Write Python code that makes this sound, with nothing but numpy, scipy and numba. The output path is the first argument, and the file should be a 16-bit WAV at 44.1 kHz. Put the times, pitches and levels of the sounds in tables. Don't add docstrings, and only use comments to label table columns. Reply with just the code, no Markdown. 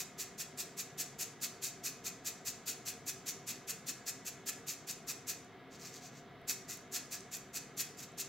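import sys
import numpy as np
from scipy import signal
from scipy.fft import rfft, irfft
from scipy.io import wavfile
from numba import njit

SR = 44100
rng = np.random.default_rng(int(sys.argv[2]) if len(sys.argv) > 2 else 0)


def linear_from_db(decibels):
    return 10 ** (np.asarray(decibels, float) / 20)


def file_out(sig):
    cols = np.atleast_2d(sig).T
    lim = np.clip(cols, -1, 1)
    pcm = np.round(lim * 32767).astype(np.int16)
    wavfile.write(sys.argv[1], SR, pcm)


N = 365148

# hz, side_minus_mid_db
PORT_SPREAD = [(30, -1), (60, -19), (200, -17.5), (700, -16), (1000, -12.5), (1700, -17.5), (2800, -11),
               (4400, -13.5), (5500, 0.5), (6500, -1.5), (8500, 0.5), (11000, 0.5), (15000, -3)]


def curve(table, hz):
    at_hz, value = np.transpose(table)[:2]
    return np.interp(np.log(hz + 1), np.log(at_hz), value)


def colour(x, db_of_hz, size=8192):
    cepstrum = irfft(db_of_hz(np.arange(size // 2 + 1) * SR / size) * np.log(10) / 20)
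    cepstrum[1:size // 2] *= 2
    cepstrum[size // 2 + 1:] = 0
    impulse = irfft(np.exp(rfft(cepstrum)))
    return signal.oaconvolve(x, impulse[None], axes=1)[:, :N]


def unit(x):
    return x / np.sqrt(np.mean(x ** 2))


def around(mid, side):
    side = colour(side[None], lambda hz: curve(PORT_SPREAD, hz), size=2048)[0]
    return np.array([mid + side, mid - side])


def fan(level_db=-54.5, ripple_db=2.25, ripple_hz=35):
    # hz, db_per_hz
    air_noise = [(25, -23), (50, -26), (85, -24), (105, -10), (240, -5.5), (300, -9.5), (600, -13),
                 (860, -15), (1500, -16), (2400, -22), (3600, -23), (6500, -41.5), (9000, -49),
                 (16000, -45)]
    # hz, width_hz, lift_db
    hood = [(65, 9.8, 14.5), (35, 8.3, -2), (98, 8.6, 4.5), (139.3, 23.4, 8.5), (181.5, 9.4, 6),
            (264.7, 12, 8), (313.4, 4.6, 7), (385.3, 8.7, 14), (454.7, 40, 7.5), (696.6, 43, 9),
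            (726, 18, 10.5), (602, 34, -12), (856, 44, -14), (1677, 57, 5.5), (1965, 15, 9.5),
            (2163, 63, 10)]
    comb = rng.standard_normal(1000)

    def gain_db(hz):
        lift = sum((linear_from_db(db) ** 2 - 1) / (1 + (2 * (hz - f) / width) ** 2) for f, width, db in hood)
        ripple = ripple_db * np.interp(hz / ripple_hz, np.arange(len(comb)), comb)
        ripple = ripple * np.clip(hz / 250 - 3.3, 0, 1)
        return curve(air_noise, hz) + 10 * np.log10(np.maximum(1 + lift, .1)) + ripple

    mid, side = colour(rng.standard_normal((2, N + SR)), gain_db, size=16384)
    return linear_from_db(level_db) * unit(around(mid, side))


def catches():
    # start_s, level_db, settle_ms
    steady = [(0.004, -40.5, 19), (0.21, -41, 21), (0.409, -41, 16.4), (0.603, -40, 18.5), (0.8, -40, 17),
              (1.007, -38, 15.5), (1.216, -39, 21.4), (1.442, -38, 17.2), (1.648, -39.5, 30.4),
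              (1.864, -39, 25), (2.07, -41.5, 18.5), (2.276, -40, 18.6), (2.48, -40, 21), (2.69, -39, 25.7),
              (2.884, -40.5, 21.6), (3.092, -39, 14.3), (3.289, -39.5, 18.8), (3.496, -41, 22),
              (3.703, -39, 12.4), (3.893, -40, 15.7), (4.089, -40, 15), (4.279, -42.5, 14.5),
              (4.49, -38.5, 12), (4.697, -41, 29), (4.9, -41.5, 19.7), (5.1, -40, 19.5), (5.299, -39, 18.7)]
    # start_s, level_db, settle_ms, gather_ms
    sliding = [
        (5.745, -60, 18, 26),
        (5.855, -52.5, 32, 47),
        (5.958, -54, 21, 30),
        (6.055, -56, 24, 33),
        (6.171, -62, 24, 39),
    ]
    # start_s, level_db, settle_ms, gather_ms
    loose = [
        (6.501, -36, 21.3, 17.5),
        (6.711, -45, 34, 21.4),
        (6.96, -39, 16.8, 28.7),
        (7.137, -42, 21.7, 20.3),
        (7.344, -43.5, 25, 21),
        (7.568, -41, 14, 24),
        (7.805, -36.5, 13.4, 24.2),
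        (8.002, -49.5, 16, 23),
        (8.033, -49.5, 17, 9.1),
        (8.205, -40, 15.6, 20.4),
    ]
    gather_ms = 20.7
    rows = [(*row, gather_ms, 0) for row in steady]
    rows += [(*row, 1) for row in sliding] + [(*row, 0) for row in loose]
    return np.array(rows, float).T[:, :, None]


def heap(count, late_share, late_ms, late_db, scatter_db, edge_db, steep, blunt):
    slide_edge = 0.66
    start_s, level_db, settle_ms, gather_ms, slides = catches()
    when, luck = rng.random((2, len(start_s), count))
    when, late = 4 * when - 2, luck < late_share
    spread_s = np.where(when < 0, gather_ms, settle_ms) * 1e-3
    time_s = start_s + np.where(late, late_ms * 0.0015 * (when + 2), spread_s * when)
    swell_db = edge_db * slide_edge ** slides * np.abs(when) ** np.where(when < 0, steep, blunt)
    swell_db = swell_db - 36 * np.maximum(-1.3 + 0.08 * rng.standard_normal(when.shape) - when, 0)
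    shape_db = np.where(late, late_db - 6.3 * (when + 2), swell_db)
    size_db = scatter_db * rng.standard_normal(when.shape)
    per_contact = np.sqrt((gather_ms + settle_ms) / count)
    return time_s, linear_from_db(level_db + shape_db + size_db) * per_contact * (time_s >= 0)


@njit
def grains(start, hz, cycles, size, lead, length):
    out = np.zeros((2, length))
    for k in range(len(start)):
        turn = np.exp(2j * np.pi * hz[k] / SR - hz[k] / (cycles[k] * SR))
        z, shift = size[k] + 0j, np.exp(1j * lead[k])
        first = max(start[k], 0)
        for i in range(first, min(first + int(5 * cycles[k] * SR / hz[k]) + 2, length)):
            push = min((i - first + 1) * hz[k] / SR, 1.)
            out[0, i] += push * (z * shift).real
            out[1, i] += push * (z / shift).real
            z *= turn
    return out


def contacts(time_s, gain, low_hz, high_hz, cycles, spread_rad, shine_db=0):
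    pitch, ring, place = rng.random((len(time_s), 3)).T
    hz = low_hz + (high_hz - low_hz) * pitch
    ring_cycles = cycles * (0.49 + ring) * np.sqrt(hz / 6000)
    gain = gain * np.sqrt(hz / ring_cycles / SR * 4)
    gain = gain * linear_from_db(shine_db * np.clip((hz - 7000) / 3000, -.3, 1))
    lead_rad = spread_rad * (2 * place - 1) * linear_from_db(curve(PORT_SPREAD, hz))
    return grains((time_s * SR).astype(np.int64), hz, ring_cycles, gain, lead_rad, N)


def beans():
    # start_s, peak_db, ring_hz
    strays = [(.558, -67, 9000), (.917, -57, 9000), (1.105, -53, 9000), (1.294, -52, 9000),
              (1.344, -57, 9000), (1.404, -48, 7000), (1.613, -54, 7000), (2.782, -56, 9000),
              (3.356, -51, 9000), (3.557, -42, 9100), (4.039, -62, 9050), (5.447, -49, 9000),
              (5.813, -45, 7000), (6.107, -62, 7000), (6.415, -57, 11000), (6.482, -39, 14000),
              (6.772, -36, 13000), (6.812, -52, 13000), (6.916, -49, 10000), (7.206, -38, 8160),
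              (7.369, -30, 13500), (8.12, -49, 12000), (8.177, -44, 9000)]
    # hz, gain_db
    rattle = [(530, -70.5), (900, -11), (1810, -1.5), (2300, -2), (2500, 3), (3070, -4), (4520, 3.5),
              (5350, 2), (5750, 6), (7230, 8), (9090, -4), (13400, 0), (15100, -5), (16000, -37)]
    time_s, gain = heap(count=1300, late_share=0.025, late_ms=32, late_db=-8,
                        scatter_db=2.0, edge_db=-7.0, steep=1.84, blunt=1.7)
    _, level_db, _, _, slides = catches()
    shine_db = -0.8 + 0.26 * (level_db + 40) - 2.5 * slides
    shine_db = shine_db + 0 * time_s
    crowd = contacts(time_s.ravel(), gain.ravel() * linear_from_db(23.0), 696, 16900, 1.6, 0.63, shine_db.ravel())
    at_s, peak_db, ring_hz = np.repeat(strays, 4, axis=0).T
    at_s = at_s + 0.0012 * rng.random(len(at_s))
    lone = contacts(at_s, linear_from_db(peak_db + 1.5), 0.55 * ring_hz, 1.23 * ring_hz, 2.7, .7)
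    return colour(crowd + lone, lambda hz: curve(rattle, np.minimum(hz, 14600)), size=1024)


def rim():
    # hz, width_hz, level_db
    frame_modes = [(1090, 250, -19), (1400, 200, 0), (1720, 130, 3), (2110, 320, -4.5), (2495, 89, 8),
                   (2530, 71, -4), (4500, 930, 2)]
    time_s, gain = heap(count=200, late_share=0.048, late_ms=28, late_db=-10,
                        scatter_db=4.5, edge_db=-12.0, steep=2.6, blunt=1.7)
    luck_db = 2.5 * rng.standard_normal((len(time_s), 1))
    knock = linear_from_db(-11 + luck_db + 23.5)
    blows = contacts(time_s.ravel(), (gain * knock).ravel(), 860, 6040, 0.83, .6)
    out = np.zeros_like(blows)
    for hz, width_hz, db in frame_modes:
        out += linear_from_db(db) * signal.lfilter(*signal.iirpeak(hz, hz / width_hz, fs=SR), blows)
    return out


def kitchen(dry, gap_ms=5, size=20000, count=4):
    # hz, t60_s, level_db
    room_bands = [(1500, 0.58, -4), (3100, 0.35, -4.5), (4650, 0.46, -8), (7000, 0.4, -8.5),
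                  (10000, 0.31, -10.5), (14000, 0.23, -16.5)]
    t_s, hz = np.arange(size) / SR, np.arange(size // 2 + 1) * SR / size
    noise, tails = rfft(rng.standard_normal((count, 2, size))), 0
    for k, (_, t60_s, db) in enumerate(room_bands):
        share = curve([(row[0], float(j == k)) for j, row in enumerate(room_bands)], hz)
        fade = 10 ** (-3 * t_s / t60_s) * (1 - np.exp(-t_s / (gap_ms * 0.0013)))
        tails = tails + linear_from_db(db) * irfft(noise * share) * fade / np.sqrt(np.sum(fade ** 2))
    place = np.searchsorted(catches()[0, :, 0] - .06, np.arange(N) / SR) % count
    mono, wet = dry.mean(axis=0), 0
    for j, tail in enumerate(tails):
        wet = wet + signal.oaconvolve((mono * (place == j))[None], tail, axes=1)[:, :N]
    return around(*wet)


def scene():
    strainer = beans() + rim()
    return strainer + kitchen(strainer) + fan()


def band_limit(x):
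    return signal.sosfilt(signal.butter(12, 16850, fs=SR, output="sos"), x)


def record(dry):
    # hz, left_minus_right_db
    balance = [(30, -4), (70, 3.5), (130, 1.8), (300, .5), (1200, -0.5), (2500, 0.4), (5000, -0.3),
               (7000, 1.5), (9000, -0.5), (14000, -0.6)]
    left = colour(dry[:1], lambda hz: curve(balance, hz) / 2, size=2048)[0]
    right = colour(dry[1:], lambda hz: -curve(balance, hz) / 2, size=2048)[0]
    top_cut = signal.ellip(12, .2, 70, 15800, fs=SR, output="sos")
    mix = signal.sosfilt(top_cut, [left, right])
    return band_limit(mix)


dry = scene()
out = record(dry)
file_out(out)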